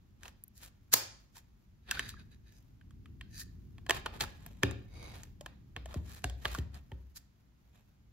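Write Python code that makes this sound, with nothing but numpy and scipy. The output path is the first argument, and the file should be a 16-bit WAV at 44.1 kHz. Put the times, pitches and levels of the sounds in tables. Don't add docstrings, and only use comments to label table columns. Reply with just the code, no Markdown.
import sys
import numpy as np
from scipy import signal
from scipy.fft import rfft, irfft
from scipy.io import wavfile
from scipy.ndimage import uniform_filter1d

SR = 44100
rng = np.random.default_rng(int(sys.argv[2]) if len(sys.argv) > 2 else 0)


def log_audio(samples):
    frames = np.atleast_2d(samples).T
    limited = np.clip(frames, -1, 1)
    pcm = np.round(limited * 32767).astype(np.int16)
    wavfile.write(sys.argv[1], SR, pcm)


N = 358091
TIME = np.arange(N) / SR
FREQS = np.fft.rfftfreq(N, 1 / SR)

# frequency in Hz, relative level in dB.
AIR_COLOUR = [(200, -1.5), (600, 2.5), (1500, -1), (4000, -6.5), (9000, -10), (16000, -16)]
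RUMBLE_COLOUR = [(18, -23), (35, -1), (55, 4), (125, -2), (155, -7.5), (200, -6.5), (400, -23.5),
                 (700, -57)]
FRICTION_COLOUR = [(300, 9.5), (2500, -3), (7000, -6.5), (16000, -8)]
# band centre in Hz, t60 in seconds, relative level in dB.
ROOM_DECAY = [(252, 0.46, 4), (1800, 0.45, 0), (5500, 0.43, -3.5), (11900, 0.2, 0)]
# time in seconds, relative level in dB.
ARM_MOVES = [(0.0, -63), (1.91, -65.5), (2.07, -54), (2.61, -62.5), (3.11, -53.5), (5.32, -56),
             (5.6, -58.5), (6.54, -57), (7.31, -67.5), (8.1, -66.5)]
# pitch in Hz, relative level in dB, t60 in seconds.
TABLE_MODES = [(111.8, -8.5, 0.53), (196, -2.5, 0.09), (283, -2.5, 0.14), (393, 2, 0.059), (562, -3.5, .03)]
WALL_MODES = [(706.7, -13.5, 0.045), (864, -7.5, 0.015), (1064, -9.5, 0.027), (1290, -10.5, 0.0065),
              (1700, -3, 0.013), (1850, -6.5, 0.023), (2440, -7, 0.01), (2585, -8.5, 0.02),
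              (3166, -4.5, 0.016), (3850, -6.5, 0.0027), (7520, -3.5, 0.004), (10650, -3, 0.002)]
RIM_MODES = [(2519, -8, 0.025), (3900, -4, 0.0095), (4780, -5, .007), (6230, -6.5, 0.01),
             (9920, 0.5, 0.006)]
# start in seconds, boom and knock in dB, how deep the boom is (higher is lower).
LANDINGS = [(0.939, -54, -41, 1), (1.993, -46, -46.5, 5), (3.911, -50, -45, 3.5), (4.209, -47, -60, 1),
            (4.634, -28.5, -24.5, 2.13), (5.765, -37.5, -47.5, 3.5), (5.958, -27, -77, 2.5),
            (6.24, -29.5, -38, 3.5), (6.452, -35, -66, 4), (6.582, -26, -43, 2.5), (6.918, -35, -47, 3)]
# peak and half length in seconds, mids in dB, treble over mids in dB.
PLASTIC_RUBS = [(0.257, 0.036, -60, -1.5), (.576, 0.02, -73.5, 15), (0.643, 0.033, -56.5, 3.5),
                (.934, 0.0088, -35, 10.5), (1.374, 0.025, -61.5, 6), (1.901, .02, -50.5, -12.5),
                (1.961, .028, -47, -11), (2.095, .014, -61.5, 6), (3.405, .02, -59, 14.5),
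                (3.962, .026, -46, -1.5), (4.155, 0.022, -55, -5), (4.226, .02, -41.5, -0.5),
                (4.392, 0.23, -68, -2), (5.18, .07, -62, -1.5), (5.932, 0.046, -58, -5),
                (6.132, 0.07, -57.5, 2), (6.509, 0.07, -51.5, 0.5), (6.761, .027, -60, -3),
                (7.169, 0.013, -58.5, 12), (7.77, 0.042, -73.5, -2)]
# as for a rub, then the lowest ring in Hz.
RIM_SLIDES = [(2.017, 0.092, -50.5, -4.5, 1700), (2.206, 0.017, -58.5, -7.5, 1650),
              (2.332, 0.026, -68, -3.5, 1680), (2.493, 0.036, -69, -3, 1710),
              (2.565, 0.033, -73.5, 7.5, 1700), (3.377, 0.045, -58, 5.5, 1800),
              (5.04, 0.1, -55.5, -3, 2220)]
# peak and half length in seconds, level in dB, pitch in Hz.
LID_SQUEAKS = [(1.919, 0.0064, -34, 1567), (1.976, 0.0047, -36.5, 1520), (2.142, 0.002, -46.5, 1310),
               (2.176, 0.0082, -54, 1654), (3.417, 0.0093, -50.5, 1790), (6.559, 0.0049, -46, 1423)]
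# start in seconds, relative level in dB.
NAIL_TICKS = [(0.4377, -33), (.48, -43), (4.463, -35.5)]
# start in seconds, relative level in dB, ring of the touched spot in Hz,
# looseness of the grip from 0 to 1.
PLASTIC_TAPS = [(.2333, -52.5, 6300, 0.47), (.2555, -51.5, 2600, 0.7), (.2805, -55.5, 6390, 0.35),
                (1.368, -63, 920, 0.23), (1.9118, -32.5, 2670, 0.3), (1.994, -32, 1800, 0.6),
                (2.0922, -53.5, 3820, 0), (2.812, -65, 1550, 1), (2.908, -67.5, 1130, 0.4),
                (3.058, -60, 1238, 0.73), (3.2112, -47.5, 3166, 0.89), (3.782, -59.5, 1800, 0.73),
                (3.8648, -51.5, 1700, 0.56), (3.8955, -28.5, 1850, 0.52), (3.9075, -25, 2900, 0.55),
                (4.0608, -37, 1390, 0.66), (4.0642, -41.5, 1410, 0.9), (4.2075, -35, 3850, 0.37),
                (4.2105, -36, 4280, 0.3), (4.239, -46, 1380, 0.5), (4.4628, -55.5, 1700, 0.2),
                (4.711, -52, 1850, 0.14), (5.2338, -59, 6600, 0.07), (5.4097, -57, 591, 0.08),
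                (5.461, -45, 1710, 0.59), (5.764, -41, 2640, 0.89), (5.858, -54, 650, 0.3),
                (5.942, -53, 606, 0.13), (6.298, -54, 3210, 0.22), (6.744, -62, 4530, 0.11),
                (6.9178, -55, 898, 0.92)]
# start in seconds, relative bass, mids and treble in dB, three rings in Hz.
TUB_CLACKS = [(4.633, -35, -24.5, -32.5, 1770, 2430, 3240), (6.2421, -37, -35, -37, 720, 1640, 2830),
              (6.4543, -42, -30, -42, 1160, 1690, 3100), (6.5485, -41.5, -42, -45.5, 1147, 1395, 1660),
              (6.5865, -45.5, -48, -49, 380, 1850, 3050)]
LID_SNAP = [(.9369, -40.5, -33.5, -24.5, 5500), (.9388, -38, -30, -18, 2912),
            (.941, -39.5, -39.5, -29.5, 419.5)]
TONE_BANDS = [(300, 1300), (1300, 4500), (4500, 9500), (9500, 15500)]
# frequency in Hz, width in dB, left over right in dB.
MIC_IMAGE = [(59.4, -14, 0.64), (350, -3, 1), (844, 0.5, -1), (2562, -1, -2), (7320, -1, -0.5),
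             (7620, -19.5, 3.5), (11800, -13.5, 1)]
# frequency in Hz, lead of the left side in radians.
MIC_PHASE = [(1700, 0), (3000, -1.1), (6500, -2), (8000, -3.1), (10000, -3.2), (12000, -6.28)]

BAND_FILTERS = [signal.butter(3, band, "band", fs=SR, output="sos") for band in TONE_BANDS]
RING_CYCLES = 30
CRACK_T60_S = .013
LID_ALONE_START_S, LID_ALONE_END_S = 1.85, 3.7


def from_db(db):
    return 10 ** (np.asarray(db) / 20)


def rms_one(x):
    return x / np.sqrt(np.mean(x ** 2) + 1e-20)


def at_hz(points, hz, column=1):
    points = np.array(points)
    return np.interp(np.log(hz + 1e-9), np.log(points[:, 0]), points[:, column])


def decay(t, t60):
    return np.exp(-np.log(1000) * t / t60)


def add(out, s, sound):
    start = int(round(s * SR))
    first, last = max(start, 0), min(start + sound.shape[-1], N)
    out[:, first:last] += sound[..., first - start:last - start]


def noise(colour):
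    white = rfft(rng.standard_normal((2, N)))
    return rms_one(irfft(white * from_db(at_hz(colour, FREQS)), N))


def wander(samples):
    return np.clip(rms_one(uniform_filter1d(rng.standard_normal(N), size=samples)), -2, 2)


def voiced(x, bass_db, mid_db, treble_db, top_db):
    top = from_db(top_db + np.clip(0.11 * (treble_db - mid_db), -3, 12))
    shares = [1, 1, 1 / np.hypot(1, top), top / np.hypot(1, top)]
    gains = from_db([bass_db, mid_db, treble_db, treble_db]) * shares
    return sum(gain * rms_one(signal.sosfilt(sos, x)) for gain, sos in zip(gains, BAND_FILTERS))


def thinning_db(s):
    return 16 * (LID_ALONE_START_S < s < LID_ALONE_END_S)


def room_air():
    return from_db(-77.5) * noise(AIR_COLOUR)


def room_tail(send, build_s):
    t = TIME[:SR * 3 // 4]
    hz = np.fft.rfftfreq(len(t), 1 / SR)
    white = rfft(rng.standard_normal((2, len(t))))
    centres, tail = np.log([row[0] for row in ROOM_DECAY]), 0
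    for share, (_, t60, db) in zip(np.eye(len(ROOM_DECAY)), ROOM_DECAY):
        band = irfft(white * np.interp(np.log(hz + 1), centres, share), len(t))
        tail = tail + from_db(db) * band * decay(t, t60)
    build_up = 1 - np.exp(-(t / build_s) ** 2)
    response = rms_one(tail * build_up) / np.sqrt(len(t))
    return signal.fftconvolve(send, response, axes=1)[:, :N]


def table_rumble(arms_db, drag_db):
    arms = from_db(np.interp(TIME, *np.transpose(ARM_MOVES)) + arms_db)
    drag = sum(from_db(bass_db + drag_db) / (1 + ((TIME - s) / half_s) ** 2)
               for s, half_s, bass_db, *_ in stroke_tones(PLASTIC_RUBS + RIM_SLIDES))
    return np.hypot(arms, drag) * noise(RUMBLE_COLOUR)


def table_thumps(board_hz, sweep_hz, sweep_s, boom_t60):
    out, t = np.zeros((2, N)), TIME[:SR * 3 // 4]
    attack = 1 - np.exp(-t / 0.0086)
    for s, boom_db, knock_db, depth in LANDINGS:
        boom_hz = board_hz / np.sqrt(1 + 0.86 * depth)
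        turns = np.cumsum(boom_hz + sweep_hz * np.exp(-t / sweep_s)) / SR
        boom = from_db(boom_db) * np.sin(2 * np.pi * turns) * decay(t, boom_t60) * attack
        knock = 0
        for k, (hz, db, t60) in enumerate(TABLE_MODES):
            envelope = from_db(knock_db + db + rng.normal(0, 0.65)) * decay(t, t60)
            knock += (-1) ** k * envelope * np.sin(2 * np.pi * hz * rng.normal(1, 0.044) * t)
        add(out, s, boom + knock)
    return out


def friction(grain_db, stutter_db, catches_per_s, catch_db):
    slips = noise(FRICTION_COLOUR) * from_db(grain_db * wander(70) + stutter_db * wander(600))
    catches = (rng.random(N) < catches_per_s / SR) * rng.uniform(-1, 1, N)
    return slips + from_db(catch_db) * catches


def stroke_tones(rows):
    for s, half_s, mid_db, bright_db, *rings in rows:
        bass_db = mid_db - 3.5 - bright_db - thinning_db(s)
        yield s, half_s, bass_db, mid_db, mid_db + bright_db, rings


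def strokes(rows, body, slips, top_db, hollow_db):
    out = np.zeros((2, N))
    for s, half_s, bass_db, mid_db, treble_db, rings in stroke_tones(rows):
        first, last = np.searchsorted(TIME, [s - 3 * half_s, s + 3 * half_s])
        t = TIME[first:last] - s
        hz = np.fft.rfftfreq(len(t), 1 / SR)
        spots = [(ring, 0, RING_CYCLES / ring) for ring in rings]
        mode_hz, mode_db, t60 = np.array(body + spots).T[:, :, None]
        mode_hz = mode_hz * rng.normal(1, .012, mode_hz.shape)
        half_width_hz = np.log(1000) / (2 * np.pi * t60)
        resonances = from_db(hollow_db + mode_db) / (1 + ((hz - mode_hz) / half_width_hz) ** 2)
        rasp = irfft(rfft(slips[:, first:last]) * (1 + np.sum(resonances, axis=0)), len(t))
        swell = np.exp(-(t / half_s) ** 2)
        add(out, first / SR, swell * voiced(rasp, bass_db, mid_db, treble_db, top_db))
    return out


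def grazes(contacts, half_s=.0065, gain_db=-13):
    return [(s + half_s / 2, half_s, mid_db + gain_db, treble_db - mid_db)
            for s, _, mid_db, treble_db, *_ in contacts]


def handling(contacts):
    slips = friction(grain_db=2.2, stutter_db=2.2, catches_per_s=130, catch_db=24)
    rubs = strokes(PLASTIC_RUBS, WALL_MODES, slips, top_db=-4.5, hollow_db=6.5)
    rims = strokes(RIM_SLIDES, RIM_MODES, slips, top_db=-9, hollow_db=16)
    scuffs = strokes(grazes(contacts), WALL_MODES, slips, top_db=-6, hollow_db=6)
    grip = slips * from_db(-84 + 5.5 * wander(5000))
    return rubs + rims + scuffs + grip


def squeaks(waver):
    out = np.zeros((2, N))
    for s, half_s, db, hz in LID_SQUEAKS:
        t = np.arange(-2 * half_s, 2 * half_s, 1 / SR)
        pressure = rms_one(uniform_filter1d(rng.standard_normal(len(t)), size=90))
        turns = np.cumsum(hz * (1 + waver * pressure)) / SR
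        swell = from_db(db) * np.exp(-(t / half_s) ** 2)
        add(out, s + t[0], swell * np.sin(2 * np.pi * turns))
    return out


def nail_ticks():
    out, t = np.zeros((2, N)), TIME[:SR // 50]
    band = signal.butter(2, (9500, 14500), "band", fs=SR, output="sos")
    for s, db in NAIL_TICKS:
        burst = rng.standard_normal(len(t)) * decay(t, CRACK_T60_S)
        add(out, s, from_db(db) * signal.sosfilt(band, burst))
    return out


def tap_tones(rows, middling_spot_hz=1800):
    for s, mid_db, spot_hz, loose in rows:
        octaves = np.log2(spot_hz / middling_spot_hz)
        bass_db = mid_db - 1 - 5.5 * octaves - 6.5 * loose - thinning_db(s)
        treble_db = mid_db + 5.5 + max(octaves, 0) ** 2 - 20.5 * loose
        yield s, bass_db, mid_db, treble_db, spot_hz


def contact(t, spots, crack_db, crack_t60):
    wall = [(hz * rng.normal(1, .028), db + rng.uniform(-4, 4), t60) for hz, db, t60 in WALL_MODES]
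    hz, level_db, t60 = np.array(wall + spots).T[:, :, None]
    phase = rng.uniform(0, 2 * np.pi, hz.shape)
    phase = phase + 0.28 * rng.standard_normal((2, len(hz), 1))
    ring = np.sum(from_db(level_db) * decay(t, t60) * np.sin(2 * np.pi * hz * t + phase), axis=1)
    spike = t == 0
    grit = rng.standard_normal(len(t)) + .5 * rng.standard_normal((2, len(t)))
    return ring + from_db(crack_db) * (spike + grit * decay(t, crack_t60))


def strikes(rows, top_db, crack_db, crack_t60, spot_db):
    out, t = np.zeros((2, N)), np.arange(0, .04, 1 / SR)
    for s, bass_db, mid_db, treble_db, *rings in rows:
        spots = [(hz, spot_db, RING_CYCLES / hz) for hz in rings]
        hit = contact(t, spots, crack_db, crack_t60)
        add(out, s, .5 * voiced(hit, bass_db, mid_db, treble_db, top_db))
    return out


def scene():
    touches = list(tap_tones(PLASTIC_TAPS))
    taps = strikes(touches, top_db=-12, crack_db=-4, crack_t60=CRACK_T60_S, spot_db=3) + nail_ticks()
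    clacks = strikes(TUB_CLACKS, top_db=-9, crack_db=1.5, crack_t60=.009, spot_db=10)
    snap = strikes(LID_SNAP, top_db=-2, crack_db=24, crack_t60=.008, spot_db=0)
    shudder = strikes(LID_SNAP, top_db=-4, crack_db=24, crack_t60=.12, spot_db=0)
    scatter = strikes(touches + TUB_CLACKS, top_db=-9, crack_db=6, crack_t60=.04, spot_db=-3)
    rubbing = handling(touches + TUB_CLACKS + LID_SNAP) + squeaks(waver=0.06)
    thumps = table_thumps(board_hz=123.6, sweep_hz=508, sweep_s=.0055, boom_t60=0.38)
    send = from_db(-14) * scatter + from_db(-7) * shudder
    send += from_db(-14.5) * rubbing + from_db(-9) * thumps
    tail = room_tail(send, build_s=0.0026)
    rumble = table_rumble(arms_db=5.5, drag_db=5)
    return taps + clacks + snap + rubbing + thumps + tail + rumble + room_air()


def record(dry):
    left, right = rfft(dry)
    mid = (left + right) / 2
    side = (left - right) / 2 * from_db(at_hz(MIC_IMAGE, FREQS))
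    balance = from_db(at_hz(MIC_IMAGE, FREQS, column=2) / 2)
    left_lead = np.exp(1j * at_hz(MIC_PHASE, FREQS))
    pair = np.array([(mid + side) * balance * left_lead, (mid - side) / balance])
    high_cut = signal.ellip(10, .2, 80, 15700, fs=SR, output="sos")
    return signal.sosfilt(high_cut, np.tanh(irfft(pair, N)))


dry = scene()
out = record(dry)
log_audio(out)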